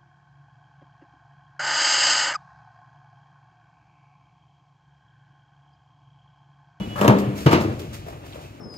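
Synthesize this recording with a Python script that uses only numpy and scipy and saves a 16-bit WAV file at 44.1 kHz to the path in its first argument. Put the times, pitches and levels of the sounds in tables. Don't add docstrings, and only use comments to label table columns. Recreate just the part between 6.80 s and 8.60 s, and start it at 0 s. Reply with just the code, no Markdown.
import sys
import numpy as np
from scipy import signal
from scipy.fft import rfft, irfft, next_fast_len
from scipy.io import wavfile
from scipy.ndimage import map_coordinates

SR = 44100
rng = np.random.default_rng(int(sys.argv[2]) if len(sys.argv) > 2 else 0)


def put_to_file(sound):
    columns = np.atleast_2d(sound).T
    safe = np.clip(columns, -1, 1)
    whole_steps = np.round(safe * 32767)
    wavfile.write(sys.argv[1], SR, whole_steps.astype(np.int16))


N = 79380


def amp(db):
    return 10 ** (np.asarray(db) / 20)


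def unit(x):
    return x / np.sqrt(np.mean(x ** 2) + 1e-20)


def along(points, hz):
    frequencies, values = np.transpose(points)
    return np.interp(np.log(hz + 1), np.log(frequencies + 1), values)


def since(start):
    return np.maximum(np.arange(N) / SR - start, 0)


def envelope(start, rise, fade):
    return np.minimum(since(start) / rise, 1) * amp(-60 * since(start + rise) / fade)


def arch(start, length):
    return np.sin(np.pi * np.minimum(since(start) / length, 1))


def wobble(rate):
    points = rng.standard_normal(int(N * rate / SR) + 4)
    return map_coordinates(points, [np.arange(N) * rate / SR])


def wavering_tone(hz, depth, rate):
    pitch = hz * (1 + depth * wobble(rate))
    return np.sin(2 * np.pi * np.cumsum(pitch) / SR)


def filtered(x, response):
    size = next_fast_len(N + SR // 4)
    hz = np.fft.rfftfreq(size, 1 / SR)
    return irfft(rfft(x, size) * response(hz), size)[..., :N]


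# frequency in Hz, how alike the two ears are (1 is the same).
EAR_LIKENESS = [(100, 0.98), (300, 1), (600, 0.99), (1200, 0.34), (2500, 0.59), (12000, 0.21)]
def spread(pair, spectrum):
    def response(hz):
        angle = np.arccos(np.clip(along(EAR_LIKENESS, hz), -1, 1)) / 2
        return amp(along(spectrum, hz)) * [np.cos(angle), np.sin(angle)]
    mid, side = filtered(pair, response)
    return unit(np.array([mid + side, mid - side]))


def noise(spectrum):
    return spread(rng.standard_normal((2, N)), spectrum)


# frequency in Hz, how much louder the left ear is in dB.
LEFT_BOOST = [(60, 0.1), (150, 1.5), (300, 2.8), (600, 3), (1200, 1.5), (2500, -2), (8000, 1.5),
              (13000, 0.5)]
def from_left(x, lead_s):
    sides = np.array([[.5], [-.5]])
    def response(hz):
        return amp(sides * along(LEFT_BOOST, hz)) * np.exp(2j * np.pi * hz * sides * lead_s)
    return filtered(x, response)


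# frequency in Hz, strength in dB.
RUMBLE_SPECTRUM = [(20, -43), (40, -2.5), (65, 0.5), (100, 1), (140, -3), (200, -14.5), (400, -45)]
MURMUR_SPECTRUM = [(110, -33), (180, -12), (250, -6), (340, -0.5), (430, -13), (600, -8.5), (1000, -16),
                   (1900, -21), (2550, -19.5), (2950, -23), (4900, -36), (9000, -44), (15500, -67)]
HISS_SPECTRUM = [(1000, -25), (2500, 9), (4800, 3.5), (7500, 0.5), (9500, -25), (13000, -17), (15500, -11)]
# time in seconds, level in dB.
RUMBLE_LEVELS = [(0, -33.5), (1.0, -35.5), (1.45, -40.5), (1.8, -43.5)]
MURMUR_LEVELS = [(0, -39.5), (.5, -38.5), (1.1, -43.5), (1.4, -47), (1.66, -45.5), (1.73, -48.5), (1.8, -50)]
HISS_LEVELS = [(0, -53), (.5, -58), (.9, -54.5), (1.2, -54.5), (1.4, -61), (1.66, -55), (1.72, -62),
               (1.8, -61)]
def background():
    def level(rows):
        return amp(np.interp(since(0), *np.transpose(rows)))
    rumble = level(RUMBLE_LEVELS) * noise(RUMBLE_SPECTRUM)
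    murmur = level(MURMUR_LEVELS) * amp(1.6 * wobble(23.7)) * noise(MURMUR_SPECTRUM)
    hiss = level(HISS_LEVELS) * noise(HISS_SPECTRUM)
    return rumble + murmur + hiss


# start in seconds, level in dB, length in seconds, pitch in Hz.
PEEPS = [(1.54, -48, 0.013, 2630), (1.63, -55, 0.023, 2470), (1.646, -49.5, .026, 2610),
         (1.68, -59, .032, 2540)]
def chirps():
    return sum(amp(db) * arch(start, length) * wavering_tone(hz, depth=0.0147, rate=250)
               for start, db, length, hz in PEEPS)


# start in seconds, level in dB, length in seconds.
SQUEAL_SWELLS = [(-.01, -46, .075), (0.082, -46.5, 0.1)]
# pitch in Hz, strength in dB.
SQUEAL_PITCHES = [(2940, 5.5), (3365, -4.5)]
def squeal():
    swell = sum(amp(db) * np.abs(arch(start, length)) ** .5 for start, db, length in SQUEAL_SWELLS)
    tones = sum(amp(db) * wavering_tone(hz, depth=0.0029, rate=65) for hz, db in SQUEAL_PITCHES)
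    return swell * tones


# start in seconds, level in dB, rise and fade times in seconds.
HOOF_FALLS = [(.56, -42, .025, 0.19), (.993, -41.5, 0.0066, 0.19), (1.262, -36.5, 0.0084, 0.74),
              (1.538, -39.5, 0.0083, 0.54)]
# frequency in Hz, strength in dB.
EARTH_SPECTRUM = [(60, -15), (200, -21), (330, -1), (650, 3.5), (1000, -7.5), (2500, -20.5), (6000, -35)]
def steps():
    return sum(amp(db + 2.3 * wobble(91)) * envelope(start, rise, fade) * noise(EARTH_SPECTRUM)
               for start, db, rise, fade in HOOF_FALLS)


# start in seconds, level in dB, rise and fade times in seconds.
HOOF_PRESSES = [(.142, -39.5, 0.077, 0.93), (0.38, -35, .008, 0.16), (.548, -39.5, 0.034, 1),
                (0.699, -30.5, 0.032, 0.1), (.795, -38.5, 0.02, 0.18), (0.991, -41, 0.0028, 0.26),
                (1.124, -38, 0.019, 0.21), (1.25, -49.5, 0.037, 0.35), (1.44, -51.5, 0.02, 1),
                (1.524, -54, 0.014, 0.38), (1.6, -52, 0.024, 0.43)]
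# frequency in Hz, strength in dB.
LITTER_SPECTRUM = [(300, -24), (1200, 10), (2600, 9), (4500, 7), (7500, 5), (9500, -2), (13000, 2.5),
                   (15500, -2.5)]
def litter(crackles_per_s=1100, crackle_share=0.46):
    energy = sum((amp(db) * envelope(start, rise, fade)) ** 2 for start, db, rise, fade in HOOF_PRESSES)
    clicks = rng.standard_normal((2, N)) * (rng.random(N) < crackles_per_s / SR)
    crackle = np.sqrt(crackle_share) * spread(clicks, LITTER_SPECTRUM)
    rustle = np.sqrt(1 - crackle_share) * noise(LITTER_SPECTRUM)
    return np.sqrt(energy) * (crackle + rustle)


# start in seconds, level in dB.
STALK_SNAPS = [(.381, -61), (0.995, -38), (1.018, -39.5), (1.467, -48), (1.5243, -40.5), (1.532, -39.5)]
# frequency in Hz, strength in dB.
SNAP_SPECTRUM = [(400, -15), (1500, 7), (3800, 22), (5500, -7), (9000, -14.5), (15000, -22)]
def stalks():
    ticks = sum(amp(db) * envelope(start, rise=0.00055, fade=0.019) for start, db in STALK_SNAPS)
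    return ticks * noise(SNAP_SPECTRUM)


# start in seconds, level in dB, rise and fade times in seconds.
HOOF_SCRAPES = [(.155, -27, 0.007, 0.21), (0.179, -27.5, 0.0046, 0.31), (.218, -23, 0.013, 0.22)]
# frequency in Hz, strength in dB.
SKID_SPECTRUM = [(150, -18), (400, -9), (570, 8.5), (760, -2), (1080, 4), (1320, 2.5), (1480, -6),
                 (1670, -0.5), (2000, -11.5), (5000, -27), (14000, -32.5)]
def skid(slips_per_s=430, unevenness=0.28):
    slip_count = np.cumsum(slips_per_s * np.exp(unevenness * wobble(200))) / SR
    slips = np.exp(-5 * (slip_count % 1)) * rng.standard_normal((2, N))
    level = sum(amp(db) * envelope(start, rise, fade) for start, db, rise, fade in HOOF_SCRAPES)
    return level * spread(slips, SKID_SPECTRUM)


# start in seconds, level in dB, pitch in Hz, rise and fade times in seconds.
WEIGHT_THUMPS = [(.006, -21, 189.7, 0.0086, .07), (.07, -21, 206, 0.0062, 0.054),
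                 (0.2787, -4.5, 120.6, 0.015, .12), (0.469, -16, 127.5, .012, 0.14),
                 (0.6581, -1.5, 140.4, 0.011, 0.059), (.74, -16, 99.1, 0.011, .35),
                 (0.894, -26.5, 121, 0.0091, 0.16), (.94, -26.5, 111, 0.0052, 0.24),
                 (1.04, -25.5, 105, .008, 0.049), (1.186, -27.5, 106, 0.006, 0.056)]
def thumps():
    return sum(amp(db) * envelope(start, rise, fade) * np.sin(2 * np.pi * hz * since(start))
               for start, db, hz, rise, fade in WEIGHT_THUMPS)


def ringing(blows, tones, boom_below_hz=320, clang_above_hz=530):
    out = np.zeros(N)
    for hz, tone_db, fade in tones:
        energy = np.zeros(N)
        for start, clang_db, rise, boom_db, _ in blows:
            blow_db = np.interp(hz, [boom_below_hz, clang_above_hz], [boom_db, clang_db])
            energy += (amp(blow_db) * envelope(start, rise, fade)) ** 2
        phase = 2 * np.pi * (hz * since(0) + rng.random())
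        waver = 0.45 * wobble(35.63)
        out += amp(tone_db) * np.sqrt(energy) * np.sin(phase + waver)
    return out


def clangs(blows, spectrum, fades, punch_db=5.5, punch_fade_s=0.13):
    out = np.zeros((2, N))
    for start, clang_db, rise, _, _ in blows:
        hz, times, bands = signal.stft(noise(spectrum), SR, nperseg=256)
        decay = amp(-60 * np.maximum(times - start, 0) / along(fades, hz)[:, None])
        wash = signal.istft(bands * decay, SR, nperseg=256)[1][:, :N]
        age = since(start)
        punch = 1 + amp(punch_db - 60 * age / punch_fade_s)
        out += amp(clang_db) * np.minimum(age / rise, 1) * punch * wash
    return out


# frequency in Hz, strength in dB.
CRACK_SPECTRUM = [(300, 7.5), (1200, -15), (2800, 9), (4200, -4), (6500, -1.5), (9500, -12), (13500, -5.5),
                  (15500, -23)]
def cracks(blows, fade_s=0.035):
    return sum(amp(crack_db) * envelope(start, rise / 2, fade_s) * noise(CRACK_SPECTRUM)
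               for start, _, rise, _, crack_db in blows)


# start in seconds, clang in dB, rise time in seconds, boom in dB, crack in dB.
FRONT_HOOF_BLOWS = [(0.0, -44.5, 0.0043, -32.5, -66), (.07, -56, .006, -38, -70),
                    (.194, -39, 0.009, -27, -77), (.212, -26, 0.0025, -17, -24),
                    (.243, -21, 0.0081, -59, -33), (.2785, -17.5, 0.001, -22.5, -16),
                    (.294, -21.5, 0.003, -13.5, -47)]
# pitch in Hz, strength in dB, fade time in seconds.
BED_TONES = [(126.8, -12, 1.0), (199.76, 0.5, 0.78), (294, -10, 1), (402.8, -11, 1), (457.7, -13.5, 0.92),
             (468, -7, 0.48), (538, -6, 0.34), (574, 2.5, 0.12), (636, -1, 0.15), (937, -2, 0.25),
             (940, -15, 0.12), (1076, -12, 0.21), (1206, -8, 0.33), (1670, -9, 0.18)]
# frequency in Hz, strength in dB.
BED_SPECTRUM = [(40, -43), (90, -10), (220, 3.5), (400, -0.5), (600, 1), (760, -3.5), (1000, -2),
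                (1500, -12), (2000, -17.5), (2900, -21.5), (4500, -31), (9000, -40), (14000, -39)]
# frequency in Hz, fade time in seconds.
BED_FADES = [(100, 1), (400, 0.87), (1000, 0.55), (3000, 0.85), (10000, 0.15)]
def truck_bed():
    clang = clangs(FRONT_HOOF_BLOWS, BED_SPECTRUM, BED_FADES)
    return clang + cracks(FRONT_HOOF_BLOWS) + ringing(FRONT_HOOF_BLOWS, BED_TONES)


# start in seconds, clang in dB, rise time in seconds, boom in dB, crack in dB.
TAILGATE_BLOWS = [(.66, -19.5, 0.0068, -17.5, -28.5), (.708, -21.5, 0.014, -26, -34),
                  (.729, -20.5, 0.0016, -14.5, -32), (.745, -26, 0.0017, -17, -38),
                  (.836, -43, 0.0017, -17, -62), (.995, -60, .01, -35.5, -85)]
# pitch in Hz, strength in dB, fade time in seconds.
GATE_TONES = [(102.7, -5, 0.42), (143.5, -7, 0.21), (221, -9.5, 0.54), (314, 0.5, 0.21), (352.6, -2, 0.2),
              (438, -5, 0.23), (473, -5.5, 0.19), (566, -8.5, 0.35), (646, -10.5, .45), (694, -5.5, 0.22),
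              (923, -5, 0.28), (1093, -8.5, .3), (1220, -0.5, 0.11), (2864, -13.5, 0.24)]
# frequency in Hz, strength in dB.
GATE_SPECTRUM = [(40, -39), (90, 6), (220, 4), (400, 1), (650, -2), (800, -4.5), (1200, -5), (1900, -10.5),
                 (2700, -11.5), (3600, -18), (5500, -23), (9000, -39.5), (14000, -40)]
# frequency in Hz, fade time in seconds.
GATE_FADES = [(100, 0.93), (400, 0.91), (1000, 0.63), (3000, 0.49), (10000, 0.54)]
def tailgate():
    clang = clangs(TAILGATE_BLOWS, GATE_SPECTRUM, GATE_FADES)
    return clang + cracks(TAILGATE_BLOWS) + ringing(TAILGATE_BLOWS, GATE_TONES)


def scene():
    yard = background() + chirps() + steps() + litter() + stalks()
    truck = squeal() + skid() + thumps() + truck_bed() + tailgate()
    return from_left(yard, lead_s=0.0004336) + from_left(truck, lead_s=0.00029)


def record(dry, low_cut_hz=77, top_hz=15750):
    thinned = filtered(dry, lambda hz: hz ** 2 / np.sqrt(hz ** 4 + low_cut_hz ** 4))
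    rounded = thinned / (1 + np.abs(thinned) ** 8) ** (1 / 8)
    return filtered(rounded, lambda hz: (hz < top_hz) / np.sqrt(1 + (hz / top_hz) ** 30))


dry = scene()
out = record(dry)
put_to_file(out)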